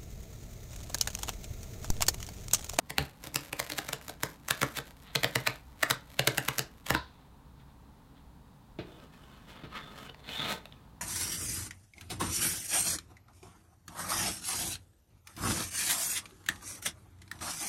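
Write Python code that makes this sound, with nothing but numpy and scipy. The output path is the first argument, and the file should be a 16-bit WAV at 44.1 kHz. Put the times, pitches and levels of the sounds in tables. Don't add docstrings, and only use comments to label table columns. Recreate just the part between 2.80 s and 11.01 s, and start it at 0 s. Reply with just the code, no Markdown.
import sys
import numpy as np
from scipy import signal
from scipy.fft import rfft, irfft, next_fast_len
from scipy.io import wavfile
from scipy.ndimage import uniform_filter1d

SR = 44100
rng = np.random.default_rng(int(sys.argv[2]) if len(sys.argv) > 2 else 0)


def transcribe(u):
    v = np.clip(np.atleast_2d(u).T, -1, 1)
    q = np.round(v * 32767).astype(np.int16)
    wavfile.write(sys.argv[1], SR, q)


N = 362061
TIME = np.arange(N) / SR

# f/Hz, level/dB
CARD_TONE = [(250, -26.5), (600, 4), (900, -0.5), (1900, 2), (2800, -1), (3900, -0.5), (5200, -15.5),
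             (9000, -32.5)]
# f/Hz, level/dB
FIBRE_TONE = [(2500, -30), (5000, 0), (7500, 2.5), (10000, -3), (12200, -1), (16000, -7.5)]
# f/Hz, level/dB
RUMBLE_TONE = [(50, -16.5), (100, -3), (170, 0), (300, 1.5), (450, -1.5), (700, -4.5), (1100, -35)]
# f/Hz, level/dB
SLIDE_TONE = [(300, -20), (700, 0.5), (1300, 0.5), (2200, 0.5), (3000, -2), (3500, 3.5), (4100, -0.5),
              (4800, -14), (9000, -28.5)]


def undb(db):
    return 10 ** (np.asarray(db) / 20)


def unit(x):
    return x / np.sqrt(np.mean(x ** 2))


def unit_energy(x):
    return x / np.sqrt(np.sum(x ** 2))


def read(points, hz):
    f, value = np.transpose(points)
    return np.interp(np.log(hz), np.log(f), value)


def colour(x, points):
    size = next_fast_len(N, real=True)
    hz = np.maximum(np.fft.rfftfreq(size, 1 / SR), 1)
    spectrum = rfft(x, size) * undb(read(points, hz))
    return irfft(spectrum, size)[:N]


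def response(points, size=512):
    hz = np.maximum(np.fft.rfftfreq(size, 1 / SR), 1)
    cepstrum = irfft(np.log(undb(read(points, hz))))
    cepstrum[1:size // 2] *= 2
    cepstrum[size // 2 + 1:] = 0
    return irfft(np.exp(rfft(cepstrum)))


def through(x, impulse):
    return signal.fftconvolve(x, impulse)[:len(x)]


def colour_white(x, points):
    return through(x, unit_energy(response(points)))


def resonate(x, hz, width):
    return signal.lfilter(*signal.iirpeak(hz, hz / width, fs=SR), x)


def fade(t, t60):
    return np.exp(-np.log(1000) * t / t60)


def swell(start, length, attack, release):
    before = np.minimum(TIME - start, 0)
    past = np.maximum(TIME - start - length, 0)
    return np.exp(np.maximum(before / attack - past / release, -30))


def walk(rate):
    hold = int(SR / rate)
    steps = np.repeat(rng.standard_normal(N // hold + 1), hold)
    return unit(uniform_filter1d(steps, hold)[:N])


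def grains(rate, spread_db):
    count = int(rate * N / SR)
    place, chance, sign = rng.random((count, 3)).T
    level_db = spread_db * np.minimum(-np.log(1 - chance), 4)
    click = undb(level_db) * (2 * sign - 1)
    return unit(np.bincount((place * N).astype(int), click, N))


def add(track, s, x):
    i = max(int(s * SR), 0)
    track[i:i + len(x)] += x[:max(N - i, 0)]


def background():
    # f/Hz, level/dB
    air_tone = [(13, -56), (22, -10.5), (55, -4), (87, -11), (140, -8), (165, -9), (278, -14), (376, -25),
                (420, -21), (653, -26), (885, -19.5), (2140, -36.5), (4380, -39), (5460, -43), (16000, -45)]
    # f/Hz, width/Hz (each of the two passes is 1.2 times this), level/dB
    drone_bands = [(63, 11, -62), (139.2, 7.2, -68), (274.9, 11, -73.5), (876, 250, -76.5),
                   (3804, 770, -82.5)]
    drone = 0
    for hz, width, db in drone_bands:
        once = resonate(rng.standard_normal(N), hz, 1.2 * width)
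        drone = drone + undb(db) * unit(resonate(once, hz, 1.2 * width))
    return drone + undb(-56) * unit(colour(rng.standard_normal(N), air_tone))


def box_ring(kick):
    # f/Hz, width/Hz, level/dB beside the others
    box_modes = [(71.5, 11, -10.5), (121, 28, 1.5), (180, 8.65, -9), (230, 2.1, -12), (304, 34, 2),
                 (457, 36, -1), (579, 55, -2), (812, 130, -5)]
    ring = 0
    for k, (hz, width, db) in enumerate(box_modes):
        ring = ring + (-1) ** k * undb(db) * resonate(kick, hz, width)
    return unit_energy(ring)


def peel(treble_db=-1, card_db=-3, tick_card_db=-7, body_db=-12, clump_db=4):
    # f/Hz, level/dB
    peel_tone = [(2500, -23), (4500, 2.5), (7500, 1.5), (10000, -2), (12500, 3.5), (14500, -5.5),
                 (16000, -13)]
    # start t/s, length t/s, level/dB of the pull (before the mix levels above)
    tugs = [(.18, .08, -56), (0.438, 0.027, -54), (0.559, .13, -53), (0.758, .39, -54.5),
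            (1.229, 0.077, -55.5), (1.411, .12, -56.5), (1.677, .31, -54.5), (2.073, 0.02, -58),
            (2.219, 0.017, -66), (2.368, 0.39, -57), (3.017, 0.13, -55), (3.297, 0.36, -62),
            (3.543, 0.28, -55), (4.085, 0.066, -50.5)]
    attack_s, release_s = 0.012, 0.015
    faint_start_s, faint_end_s, faint_db = 0.043, 4.1, -70.5
    pull = undb(faint_db) * swell(faint_start_s, faint_end_s - faint_start_s, attack_s, release_s)
    for s, length, db in tugs:
        pull = pull + undb(db) * swell(s, length, attack_s, release_s)
    fine = unit(grains(rate=2500, spread_db=3.5) * undb(clump_db * walk(rate=160)))
    coarse = grains(rate=170, spread_db=2.5)
    crackle = pull * unit(fine + coarse)
    body = through(crackle, box_ring(signal.unit_impulse(SR // 8)))
    card_input = undb(card_db) * crackle + undb(tick_card_db) * pull * coarse
    card = colour_white(card_input, CARD_TONE)
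    treble = colour_white(crackle, peel_tone)
    return undb(treble_db) * treble + card + undb(body_db) * body


def room(x, onset_s=0.0022):
    # f/Hz, level/dB beside the direct sound
    echo_level = [(80, -6.5), (300, -1), (700, -4), (1500, -7.5), (4000, -12.5), (8000, -6), (15000, -24.5)]
    # f/Hz, t/s
    echo_time = [(100, 0.2), (400, 0.25), (1500, 0.26), (4500, 0.25), (9000, 0.14), (15000, 0.05)]
    t = TIME[:SR // 2]
    noise = rfft(rng.standard_normal(len(t)))
    f = np.maximum(np.fft.rfftfreq(len(t), 1 / SR), 1)
    tail = 0
    for hz in SR / 2 ** np.arange(1, 11):
        band = irfft(noise * np.maximum(1 - abs(np.log2(f / hz)), 0), len(t))
        build_up = 1 - np.exp(-(t / onset_s) ** 2)
        decay = fade(t, read(echo_time, hz)) * build_up
        tail = tail + undb(read(echo_level, hz)) * band * unit_energy(decay)
    return through(x, tail)


def reflections(x):
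    facing = walk(rate=4)
    return room(x * np.cos(facing)) + room(x * np.sin(facing))


def breaks():
    # how much earlier t/ms, level/dB beside the last
    bridges = [(.1048, -10.5, -4, -3, 2010, 3.6, 7.5, -16),
               (0.1831, 2.5, -8, -2.5, 2140, 0.56, 1.23, -19.5), (.471, -19.5, 0.5, 7, 750, 0.25, 31.6, -5),
               (0.559, -4, 3, -1.5, 2650, 1.7, 14.1, -13.5), (0.7302, -7.5, -5, -1.5, 2590, 1.6, 3.5, -18),
               (.8, -3, -3, -11, 4120, 2.9, 5.7, -11.5), (.9203, -9.5, -5, -2.5, 4300, 3.7, 20, -4),
               (0.9885, -5.5, -5.5, -4, 795, 6, 4.6, -4), (1.0898, -10, -2, -1, 2370, 4.1, 25, -22),
               (1.132, -5.5, -2, -5.5, 3600, 2.5, 4.1, -22), (1.2959, -16.5, -1, 3, 740, 2.2, 13.7, -3.5),
               (1.4341, -2.5, -2.5, 0.5, 1060, 0.67, 2.56, -17),
               (1.7089, 2.5, -3.5, -11, 1710, 3.1, 23.3, -13),
               (1.831, 2, -8.5, -0.5, 1370, 4.4, 13.5, -5.5), (1.9872, -7, -6, -2.5, 1520, 13, 14.5, -2.5),
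               (2.3577, 1.5, -9.5, -5, 1480, 2, 4.5, -5), (2.4444, 2.5, -11, -5, 1420, 2.3, 10.3, -4),
               (2.558, 1.5, -6, -2, 2000, 2.6, 4.4, -17.5), (2.6742, 3.5, -9, -11, 1890, 4.4, 5, -15.5),
               (3.033, 4.5, -10.5, -13.5, 1900, 2.6, 3.55, -6), (3.1095, 3, -4.5, -7, 3900, 2.7, 8, -9),
               (3.3942, 3, -8.5, -3.5, 2920, 1.3, 2, -13), (3.4769, 1.5, -6.5, -1.5, 1580, 1.8, 3, 1),
               (3.5814, .5, -3.5, -4.5, 1490, 1.3, 6.3, -14.5), (3.6862, 0, -4, -6.5, 2060, 3.3, 2.9, -22),
               (3.7927, -4, 1, -2, 736, 1.8, 9, -4.5), (4.067, -14.5, -3.5, -30, 3170, 4, 1.7, -14),
               (4.1051, 2, -7, -0.5, 1280, 5, 18, -18), (4.1498, 0.5, -15.5, -7, 1400, 5.7, 8, -13)]
    # t/s, energy level/dB, treble level/dB beside that,
    # box thud level/dB beside that (3 dB is taken off later), card ring f/Hz, creaking t/ms
    fold_clicks = [(6.201, -32.5, -16, -10, 3220, 2.1), (7.2974, -17.5, -28, -3.5, 1480, 6.3),
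                   (7.346, -26, -17, -5, 2420, 2.7), (7.491, -17, -24, -6, 1910, 1.7),
                   (7.8558, -20.5, -13, -12, 3600, .43), (7.924, -25.5, -24, -15, 3390, .6)]
    first_treble_db, first_thud_db, first_ring_hz = 4.5, -1.5, 2100
    first_fray_share = 0.76
    rows = []
    for s, db, treble_db, thud_db, hz, fray_ms, early_ms, first_db in bridges:
        rows.append((s - early_ms / 1000, db + first_db, treble_db + first_treble_db,
                     thud_db + first_thud_db, first_ring_hz, first_fray_share * fray_ms))
        rows.append((s, db, treble_db, thud_db, hz, fray_ms))
    return rows + fold_clicks


def snaps(strain_db=-36, strain_ms=11, fray_db=-9, release_ms=0.91, crack_db=-5,
          ring_db=6, ring_q=8, side_db=-3, side_q=14,
          flex_db=-7, flex_ms=9, thud_cut_db=-3, air_hz=123, air_t60=0.17):
    # t/s, level/dB beside the snap's box thud
    air_thump = [(0, -15), (1.9, -20), (2.35, 0), (3.8, -5), (4.1, -6.5)]
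    out = np.zeros(N)
    card, fibre = response(CARD_TONE), response(FIBRE_TONE)
    lead_s = 0.04
    ms = (np.arange(SR // 7) / SR - lead_s) * 1000
    after = ms >= 0
    crack = np.argmax(after)
    t = TIME[:SR // 4]
    swell_in = np.minimum(t * air_hz, 1)
    air = unit_energy(np.sin(2 * np.pi * air_hz * t) * fade(t, air_t60) * swell_in)
    for s, db, treble_db, box_db, hz, fray_ms in breaks():
        noise = rng.standard_normal((3, len(ms)))
        strain = undb(strain_db) * np.exp(-abs(ms) / strain_ms)
        fraying = strain + undb(fray_db) * np.exp(-abs(ms) / max(fray_ms, .1))
        tension = np.where(after, np.exp(-abs(ms) / release_ms), fraying)
        force = unit_energy(noise[0] * np.sqrt(abs(noise[1])) * tension)
        force[crack] += undb(crack_db)
        bend = through(force, card)
        lesser = sum(resonate(bend, f, f / side_q) for f in 1000 * 5 ** rng.random(size=7))
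        main = resonate(bend, hz, hz / ring_q)
        ring = bend + undb(ring_db) * main + undb(side_db) * lesser
        kick = undb(flex_db) * unit_energy(noise[2] * after * np.exp(-abs(ms) / flex_ms))
        kick[crack] += 1
        treble = unit_energy(through(force, fibre))
        sound = unit_energy(ring) + undb(treble_db) * treble
        thud_db = box_db + thud_cut_db
        add(out, s - lead_s, undb(db) * (sound + undb(thud_db) * box_ring(kick)))
        air_db = np.interp(s, *np.transpose(air_thump))
        add(out, s, undb(db + thud_db + air_db) * air)
    return out


def knocks(settle_t60=0.13, scuff_t60=0.19, dull_db=-4):
    # t/s, energy level/dB of the box ring, upper limit of the soft push f/Hz, scuff level/dB beside the ring
    contacts = [(0.184, -1.5, 70, -32), (4.107, -3, 80, -23), (5.988, -7.5, 327, -8),
                (6.836, -14.5, 130, -8), (7.593, -14, 170, -1)]
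    out = np.zeros(N)
    t = TIME[:SR // 3]
    for s, db, soft_hz, scuff_db in contacts:
        noise = rng.standard_normal((2, len(t)))
        push = unit_energy(noise[0] * fade(t, settle_t60))
        push[0] += 1
        push = signal.lfilter(*signal.butter(2, soft_hz, fs=SR), push)
        scuff = unit_energy(through(noise[1] * fade(t, scuff_t60), response(CARD_TONE)))
        dull = unit_energy(through(push, response(RUMBLE_TONE)))
        add(out, s, undb(db) * (box_ring(push) + undb(dull_db) * dull + undb(scuff_db) * scuff))
    return out


def grip():
    slip_times = [(2.26, 0.053, -57), (2.52, 0.23, -56.5), (3.29, .03, -67), (4.2, 0.25, -70.5),
                  (4.802, 0.0032, -65), (4.9, .003, -71.5), (5.372, .005, -66.5)]
    attack_s, release_s = 0.015, 0.025
    pressure = 0
    for s, length, db in slip_times:
        pressure = pressure + undb(db) * swell(s, length, attack_s, release_s)
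    return pressure * unit(colour(grains(rate=2700, spread_db=2.0), SLIDE_TONE))


def flap(start_s=4.149, rasp_db=-41, rasp_hz=3900, rasp_width=1300, rasp_t60=0.32):
    # f/Hz, time to fall by 60 dB t/s, starting level/dB
    flap_modes = [(71, 0.69, -44.5), (315, 0.065, -27), (931, 0.18, -31.5), (993, 0.2, -31),
                  (1037, 0.25, -35), (1304, 0.15, -39), (1470, 0.22, -39.5)]
    out = np.zeros(N)
    t = TIME[:SR // 2]
    once = resonate(rng.standard_normal(len(t)), rasp_hz, rasp_width)
    rasp = unit(resonate(once, rasp_hz, rasp_width))
    ring = sum(undb(db) * np.sin(2 * np.pi * hz * t) * fade(t, t60) for hz, t60, db in flap_modes)
    add(out, start_s, ring + undb(rasp_db) * rasp * fade(t, rasp_t60))
    return out


def rub(scrape_db=0.5, hiss_db=-1, rumble_db=-3, slide_db=-1.5, slide_rumble_db=-1.5,
        catch_db=1.5, ring_db=2, ring_q=22, shift_db=5):
    # f/Hz, level/dB
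    stroke_tone = [(300, -9), (600, -10), (850, -2.5), (1150, 5.5), (1650, 2.5), (2100, -3), (2800, -1),
                   (3350, 0), (4000, -6.5), (5000, -12), (9000, -35.5)]
    # start t/s, length t/s, level/dB,
    # treble level/dB beside that, box rumble level/dB beside that
    strokes = [(6.058, 0.19, -63, -17, 7.5), (6.331, 0.28, -62.5, -12.5, -2), (6.695, .02, -50, -14, -3),
               (6.764, 0.092, -56.5, -36, 1), (6.952, 0.022, -40.5, -24, -9.5),
               (7.038, 0.094, -58, -17, 2.5), (7.179, 0.084, -51.5, -11.5, -0.5),
               (7.864, 0.18, -70.5, -14, 0)]
    # t/s, level/dB, treble level/dB beside that, box rumble level/dB beside that
    slide_path = [(7.4, -58, -17, -1), (7.424, -67, -26, 4), (7.446, -52.5, -23, -12),
                  (7.496, -42.5, -18, -5.5), (7.532, -45.5, -9.5, -12), (7.652, -32.5, -24, -10),
                  (7.728, -35, -10, -9), (7.804, -60.5, -16, -1), (7.85, -70, -15, -10)]
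    attack_s, release_s = 0.022, 0.026
    slips = grains(rate=3000, spread_db=0) * undb(catch_db * walk(rate=130))
    rings = 0
    for hz in np.geomspace(900, 4200, num=10):
        rings = rings + undb(shift_db * walk(rate=16)) * resonate(slips, hz, hz / ring_q)
    face = slips + undb(ring_db) * rings
    scrape = unit(colour(face, stroke_tone))
    hiss = unit(colour(slips, FIBRE_TONE))
    rumble = unit(colour(slips, RUMBLE_TONE))
    out = 0
    for s, length, db, treble_db, box_db in strokes:
        pressure = undb(db) * swell(s, length, attack_s, release_s)
        treble = undb(treble_db + hiss_db) * hiss
        low = undb(box_db + rumble_db) * rumble
        out = out + pressure * (undb(scrape_db) * scrape + treble + low)
    s, *columns = np.transpose(slide_path)
    db, treble_db, box_db = (np.interp(TIME, s, c) for c in columns)
    pressure = undb(db + slide_db) * swell(s[0], s[-1] - s[0], attack_s, release_s)
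    slide = unit(colour(face, SLIDE_TONE))
    low = undb(box_db + slide_rumble_db) * rumble
    return out + pressure * (slide + undb(treble_db) * hiss + low)


def scene():
    box = snaps() + knocks() + peel() + grip() + rub()
    return (box + reflections(box) + flap() + background())[None]


def record(dry):
    return signal.sosfilt(signal.ellip(10, .2, 70, 16000, fs=SR, output="sos"), dry)


dry = scene()
out = record(dry)
transcribe(out)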